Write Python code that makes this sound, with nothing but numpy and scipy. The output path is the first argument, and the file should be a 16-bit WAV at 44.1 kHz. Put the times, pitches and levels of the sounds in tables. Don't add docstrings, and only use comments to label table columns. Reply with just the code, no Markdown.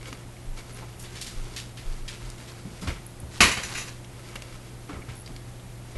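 import sys
import numpy as np
from scipy import signal
from scipy.fft import rfft, irfft, next_fast_len
from scipy.io import wavfile

SR = 44100
rng = np.random.default_rng(int(sys.argv[2]) if len(sys.argv) > 2 else 0)


def unload_audio(sound):
    columns = np.transpose(np.atleast_2d(sound))
    steps = np.round(np.clip(columns, -1, 1) * 32767)
    wavfile.write(sys.argv[1], SR, steps.astype(np.int16))


N = 263277
TIME = np.arange(N) / SR
AGE = TIME[:SR]

# start and length in seconds, level in dB, wood ring in dB re that level.
COIL_PULLS = [(0, 0.094, -48, -7), (0.528, 0.38, -54, -6), (0.966, 0.61, -50.5, -12),
              (1.747, 1.2, -52.5, -9.5), (3.297, 0.54, -44, -33), (4.093, 0.46, -53.5, -3),
              (4.6, .78, -62, -9), (5.846, 0.13, -51, -13)]
# frequency in Hz, relative level in dB.
PAPER_SPECTRUM = [(200, 8), (600, 2), (1500, 2.5), (2600, 1), (4500, 1), (7000, -1.5), (12000, -9.5)]
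# frequency in Hz, width in Hz, gain in dB.
WALL_MODES = [(408, 79, 1.5), (504, 140, -1), (900, 25, -9), (1045, 15, 7.5), (1302, 105, 1),
              (1584, 32, -4), (2070, 95, 0), (2236, 47, 5), (2760, 76, -2.5), (3360, 50, -11),
              (4680, 70, -4)]
# start in seconds, level in dB, centre in Hz.
PAPER_CRACKLES = [(0.992, -41, 8500), (1.035, -44, 2480), (1.154, -40, 2960), (1.209, -33.5, 4400),
                  (1.262, -37.5, 3800), (1.561, -33.5, 3500), (1.770, -42.5, 2980), (2.078, -35.5, 2830),
                  (2.477, -46, 3100), (2.811, -42, 4660), (2.872, -45.5, 5050)]
# start in seconds, level in dB, brightness corner in Hz,
# rise in seconds (short for a hit, long for a scrape).
OBJECT_BLOWS = [(3.405, -10, 4840, .0004), (3.412, -16.5, 12000, 0.00096), (3.429, -16, 4500, 0.0014),
                (3.441, -23, 4500, 0.0016), (3.480, -26.5, 3000, 0.0036), (3.514, -26, 13000, 0.0015),
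                (3.567, -28, 2100, 0.007), (3.631, -31, 16000, 0.0037), (3.683, -42, 3960, .003),
                (3.711, -41.5, 2000, .002), (3.743, -31.5, 6100, 0.013), (3.770, -31, 14000, 0.011),
                (3.803, -37.5, 16100, .006), (3.871, -41, 6000, 0.0077)]
# frequency in Hz, relative level in dB.
OBJECT_MODES = [(708, -12), (1060, -14), (1187, -11), (1240, -23), (1437, -3), (1631, -11), (1737, -19),
                (1795, -19), (1895, -7), (1944, -3.5), (2170, -1), (2258, -6), (2397, -16), (2438, -2.5),
                (2467, -1), (2554, -7), (2594, -12), (2747, -1), (2840, -22), (2950, -27), (3047, -20),
                (3650, -7.5), (3760, -5.5), (3935, -9), (4099, -12), (4285, -29), (4936, -11), (5981, -7),
                (6740, -9), (6990, -12.5)]
# frequency in Hz, relative level in dB.
CRACK_SPECTRUM = [(70, -16), (200, -0.5), (350, -10), (500, -6.5), (680, -8), (820, -12), (1020, -2.5),
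                  (1400, -7.5), (2100, -1), (3100, -3.5), (3430, -11.5), (3850, -5), (5700, -10.5),
                  (7200, -10), (8700, -17), (9900, -13), (11200, -13), (12000, -25)]
# frequency in Hz, relative level in dB, 60 dB decay in seconds.
PANEL_MODES = [(75.5, 3, 0.23), (191.3, 0, 0.33), (434, -10, 0.13), (690, -4, 0.16)]
# start in seconds, thud level in dB, thud pitch in Hz,
# scuff level in dB, scuff centre in Hz, 60 dB decay in seconds.
WOOD_BUMPS = [(0.123, -40, 268, -53, 900, 0.11), (.820, -48.5, 214, -44.5, 800, 0.16),
              (2.648, -36.5, 183, -55, 400, 0.29), (2.820, -34.5, 186.7, -42, 900, 0.39),
              (2.87, -25, 73.7, -31.5, 1580, 0.24), (2.955, -54, 150, -45, 1700, 0.18),
              (3.228, -32.5, 76.6, -75, 400, 0.24), (4.355, -42, 204, -37, 890, 0.068),
              (4.886, -38, 260.6, -38.5, 780, 0.48), (4.928, -36, 135, -43, 970, 0.14),
              (4.955, -36.5, 74.4, -71, 1200, 0.25), (5.085, -35, 84, -43, 1570, 0.23),
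              (5.290, -38.5, 218.8, -49, 513, 0.168), (5.947, -32.5, 60.4, -47.5, 1800, 0.55)]
# start in seconds, level in dB, centre in Hz, sharpness as Q.
DRY_TICKS = [(.012, -41.5, 2300, 0.76), (0.029, -38.5, 2480, 0.67), (0.057, -41, 2270, 0.9),
             (0.089, -47, 1500, 1), (0.128, -31.5, 1900, .45), (0.367, -47, 2600, 3),
             (.826, -46.5, 880, 15), (2.301, -34, 6330, 1.4), (3.065, -35.5, 10500, 6.9),
             (3.201, -37, 10100, 7.9), (4.045, -41.5, 3500, 1.5), (4.356, -31, 2000, 0.15),
             (4.3597, -29.5, 2420, 0.85), (4.4215, -32.5, 2180, 0.43), (5.020, -44.5, 2250, 3.2),
             (5.261, -36, 4380, 3.7), (5.276, -40, 3000, 0.58), (5.363, -36, 3350, 0.89),
             (5.596, -50, 3400, 4.4)]
# start in seconds, length in seconds, level in dB.
THIN_SQUEAKS = [(0.722, 0.053, -51.5), (5.155, .073, -50.5)]
# frequency in Hz, width in Hz, gain in dB.
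SQUEAK_RESONANCES = [(9820, 87, -5.5), (10570, 236, -2)]
# start in seconds, peak level in dB, frequency in Hz.
CAMERA_SWAYS = [(0.466, -25.5, 24.9), (1.357, -25, 24), (1.854, -22, 23.8), (1.985, -30, 24.6),
                (2.221, -32, 35.7), (2.864, -29.5, 43), (3.395, -30.5, 48.3), (5.305, -37, 34.3)]
# frequency in Hz, level in dB.
HUM_TONES = [(119.4, -45.5), (59, -54.5), (185.6, -58.5), (352, -58)]
# frequency in Hz, relative level in dB.
ROOM_TONE_SPECTRUM = [(12, -33), (20, 4.5), (70, -5), (123, -3.5), (166, -10), (235, -9.5), (351, -13.5),
                      (401, -14), (742, -17), (1140, -21.5), (2160, -24.5), (5100, -29.5), (11100, -29.5),
                      (12000, -30), (15600, -68), (22000, -120)]


def sliding_coils(attack_s=0.076, release_s=0.17, creep_db=-66, flicker_db=3.0):
    paper_gain, wood_gain = amp(creep_db), 0
    for start, length, db, wood_db in COIL_PULLS:
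        attack = np.clip((TIME - start) / attack_s, 0, 1)
        release = np.clip(1 - (TIME - start - length) / release_s, 0, 1)
        drag = amp(db) * attack * release
        paper_gain = np.hypot(paper_gain, drag)
        wood_gain = np.hypot(wood_gain, amp(wood_db) * drag)
    friction = grains(N, spread_db=3.0)
    rustle = paper_gain * colour(friction, PAPER_SPECTRUM) + wood_gain * resonate(friction, WALL_MODES)
    return amp(flicker_db * drift(rate_hz=12.4)) * rustle


def paper_crackles():
    out = np.zeros(N)
    for start, db, hz in PAPER_CRACKLES:
        snaps = reflect(grains(SR, spread_db=3.0), echo_db=-15, spread_s=0.008)
        add(out, start, amp(db) * band(snaps, hz, q=0.79) * fade(rise=0.0032, t60=0.3))
    return out


def object_ring(bright_hz, zing_db, detune=0.00085):
    mode_hz, mode_db = np.transpose(OBJECT_MODES)
    gains = amp(mode_db + zing_db * (mode_hz > 5000)) / np.hypot(1, mode_hz / bright_hz)
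    detuned_hz = mode_hz * (1 + detune * rng.standard_normal(len(mode_hz)))
    cycles = detuned_hz[:, None] * AGE + rng.random((len(mode_hz), 1))
    return unit(gains @ np.sin(2 * np.pi * cycles))


def object_crack(bright_hz):
    noise = colour(grains(SR, spread_db=1.0), CRACK_SPECTRUM)
    tilted = shape(noise, lambda hz: np.hypot(1, hz / 6500) / np.hypot(1, hz / bright_hz))
    return unit(reflect(tilted, echo_db=-12, spread_s=0.004))


def falling_object(ring_t60=0.1856, crack_t60=0.29, middling_db=-17, middling_hz=6000):
    out = np.zeros(N)
    boom = sum(amp(db) * np.sin(2 * np.pi * hz * AGE) * fade(0.0043, t60) for hz, db, t60 in PANEL_MODES)
    for start, db, bright_hz, rise in OBJECT_BLOWS:
        weight_db, bright_octaves = db - middling_db, np.log2(bright_hz / middling_hz)
        boom_db = -19.5 + 0.46 * weight_db - 8.5 * bright_octaves
        zing_db = -8.5 - weight_db + 7 * bright_octaves
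        burst = amp(-20 + 1.2 * weight_db) * fade(rise, t60=0.06)
        ring = object_ring(bright_hz, zing_db) * fade(rise, ring_t60)
        crack = object_crack(bright_hz) * (burst + fade(rise, crack_t60))
        room = colour(rng.standard_normal(SR), CRACK_SPECTRUM) * fade(rise=0.029, t60=1.0)
        blow = amp(-5) * ring + amp(-2) * crack + amp(-30) * room + amp(boom_db) * boom
        add(out, start, amp(db) * blow)
    return out


def wood_bumps(wander_cycles=0.21, rise_share=0.021):
    out = np.zeros(N)
    for start, thud_db, thud_hz, scuff_db, scuff_hz, t60 in WOOD_BUMPS:
        wander = wander_cycles * drift(rate_hz=45, size=SR)
        cycles = thud_hz * AGE + np.sqrt(thud_hz / 100) * wander
        body = amp(-9) * band(rng.standard_normal(SR), centre_hz=260, q=1)
        thud = amp(thud_db) * (unit(np.sin(2 * np.pi * cycles)) + body)
        walls = resonate(grains(SR, spread_db=2.0), WALL_MODES, direct=1.0)
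        scuff = amp(scuff_db) * band(walls, scuff_hz, q=0.67)
        add(out, start, (thud + scuff) * fade(rise_share * t60, t60))
    return out


def dry_ticks():
    out = np.zeros(N)
    tail = amp(-22) * fade(rise=0.0041, t60=0.37)
    for start, db, hz, q in DRY_TICKS:
        t60 = 58 * np.sqrt(q) / hz
        walls = resonate(rng.standard_normal(SR), WALL_MODES, direct=0.47)
        snap = amp(-21) / q * rng.standard_normal(SR)
        add(out, start, amp(db) * (band(walls, hz, q) + snap) * (fade(0.0003, t60) + tail))
    return out


def thin_squeaks(slip_hz=100):
    out = np.zeros(N)
    for start, length, db in THIN_SQUEAKS:
        slips = np.sin(np.pi * slip_hz * AGE + 0.5 * drift(rate_hz=30, size=SR)) ** 4
        chirps = unit(resonate(rng.standard_normal(SR), SQUEAK_RESONANCES) * slips)
        add(out, start, amp(db) * chirps * (AGE < length))
    return out


def camera_sways(swell_s=0.034):
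    out = np.zeros(N)
    swell = (AGE / swell_s * np.exp(1 - AGE / swell_s)) ** 1.2
    for start, db, hz in CAMERA_SWAYS:
        add(out, start, -amp(db) * np.sin(2 * np.pi * hz * AGE) * swell)
    return out


def room_tone(floor_db=-45, waver_db=0.65):
    hum = np.zeros(N)
    for hz, db in HUM_TONES:
        gain = amp(db + waver_db * drift(rate_hz=2.5))
        phase = 2 * np.pi * (hz * TIME + rng.random()) + 0.2 * drift(rate_hz=0.91)
        hum += gain * unit(np.sin(phase))
    return hum + amp(floor_db) * colour(rng.standard_normal(N), ROOM_TONE_SPECTRUM)


def amp(db):
    return 10 ** (np.asarray(db) / 20)


def unit(x):
    return x / np.sqrt(np.mean(x ** 2))


def shape(x, gain):
    size = next_fast_len(len(x))
    hz = np.maximum(np.arange(size // 2 + 1) * SR / size, 1)
    return unit(irfft(rfft(x, size) * gain(hz), size)[:len(x)])


def colour(x, points):
    point_hz, db = np.transpose(points)
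    return shape(x, lambda hz: amp(np.interp(np.log(hz), np.log(point_hz), db)))


def band(x, centre_hz, q):
    return shape(x, lambda hz: 1 / (1 + (q * (hz / centre_hz - centre_hz / hz)) ** 2 / 2))


def resonate(x, modes, direct=0):
    def gain(hz):
        return direct + sum(amp(db) / (1 + 1j * f / width * (hz / f - f / hz)) for f, width, db in modes)
    return shape(x, gain)


def reflect(x, echo_db, spread_s, count=6):
    lags = (spread_s * rng.uniform(0.1, 1, count) * SR).astype(int)
    echoes = sum(np.pad(x, (lag, 0))[:len(x)] for lag in lags)
    return (x + amp(echo_db) * echoes) / np.sqrt(1 + count * amp(echo_db) ** 2)


def grains(size, spread_db):
    strength = np.minimum(rng.exponential(size=size // 16 + 1), 5)
    return rng.standard_normal(size) * amp(spread_db * np.repeat(strength, 16)[:size])


def fade(rise, t60):
    return np.minimum(AGE / rise, 1) * np.exp(-np.log(1000) * np.maximum(AGE - rise, 0) / t60)


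def drift(rate_hz, size=N):
    return shape(rng.standard_normal(size), lambda hz: 1 / (1 + (hz / rate_hz) ** 4))


def add(out, start, x):
    i = int(start * SR)
    out[i:i + len(x)] += x[:N - i]


def scene():
    events = falling_object() + paper_crackles() + dry_ticks() + thin_squeaks() + wood_bumps()
    return (events + camera_sways() + sliding_coils() + room_tone())[None]


def record(dry):
    lowpass = signal.ellip(10, 0.2, 70, 11800, fs=SR, output="sos")
    return signal.sosfilt(lowpass, np.tanh(dry))


dry = scene()
out = record(dry)
unload_audio(out)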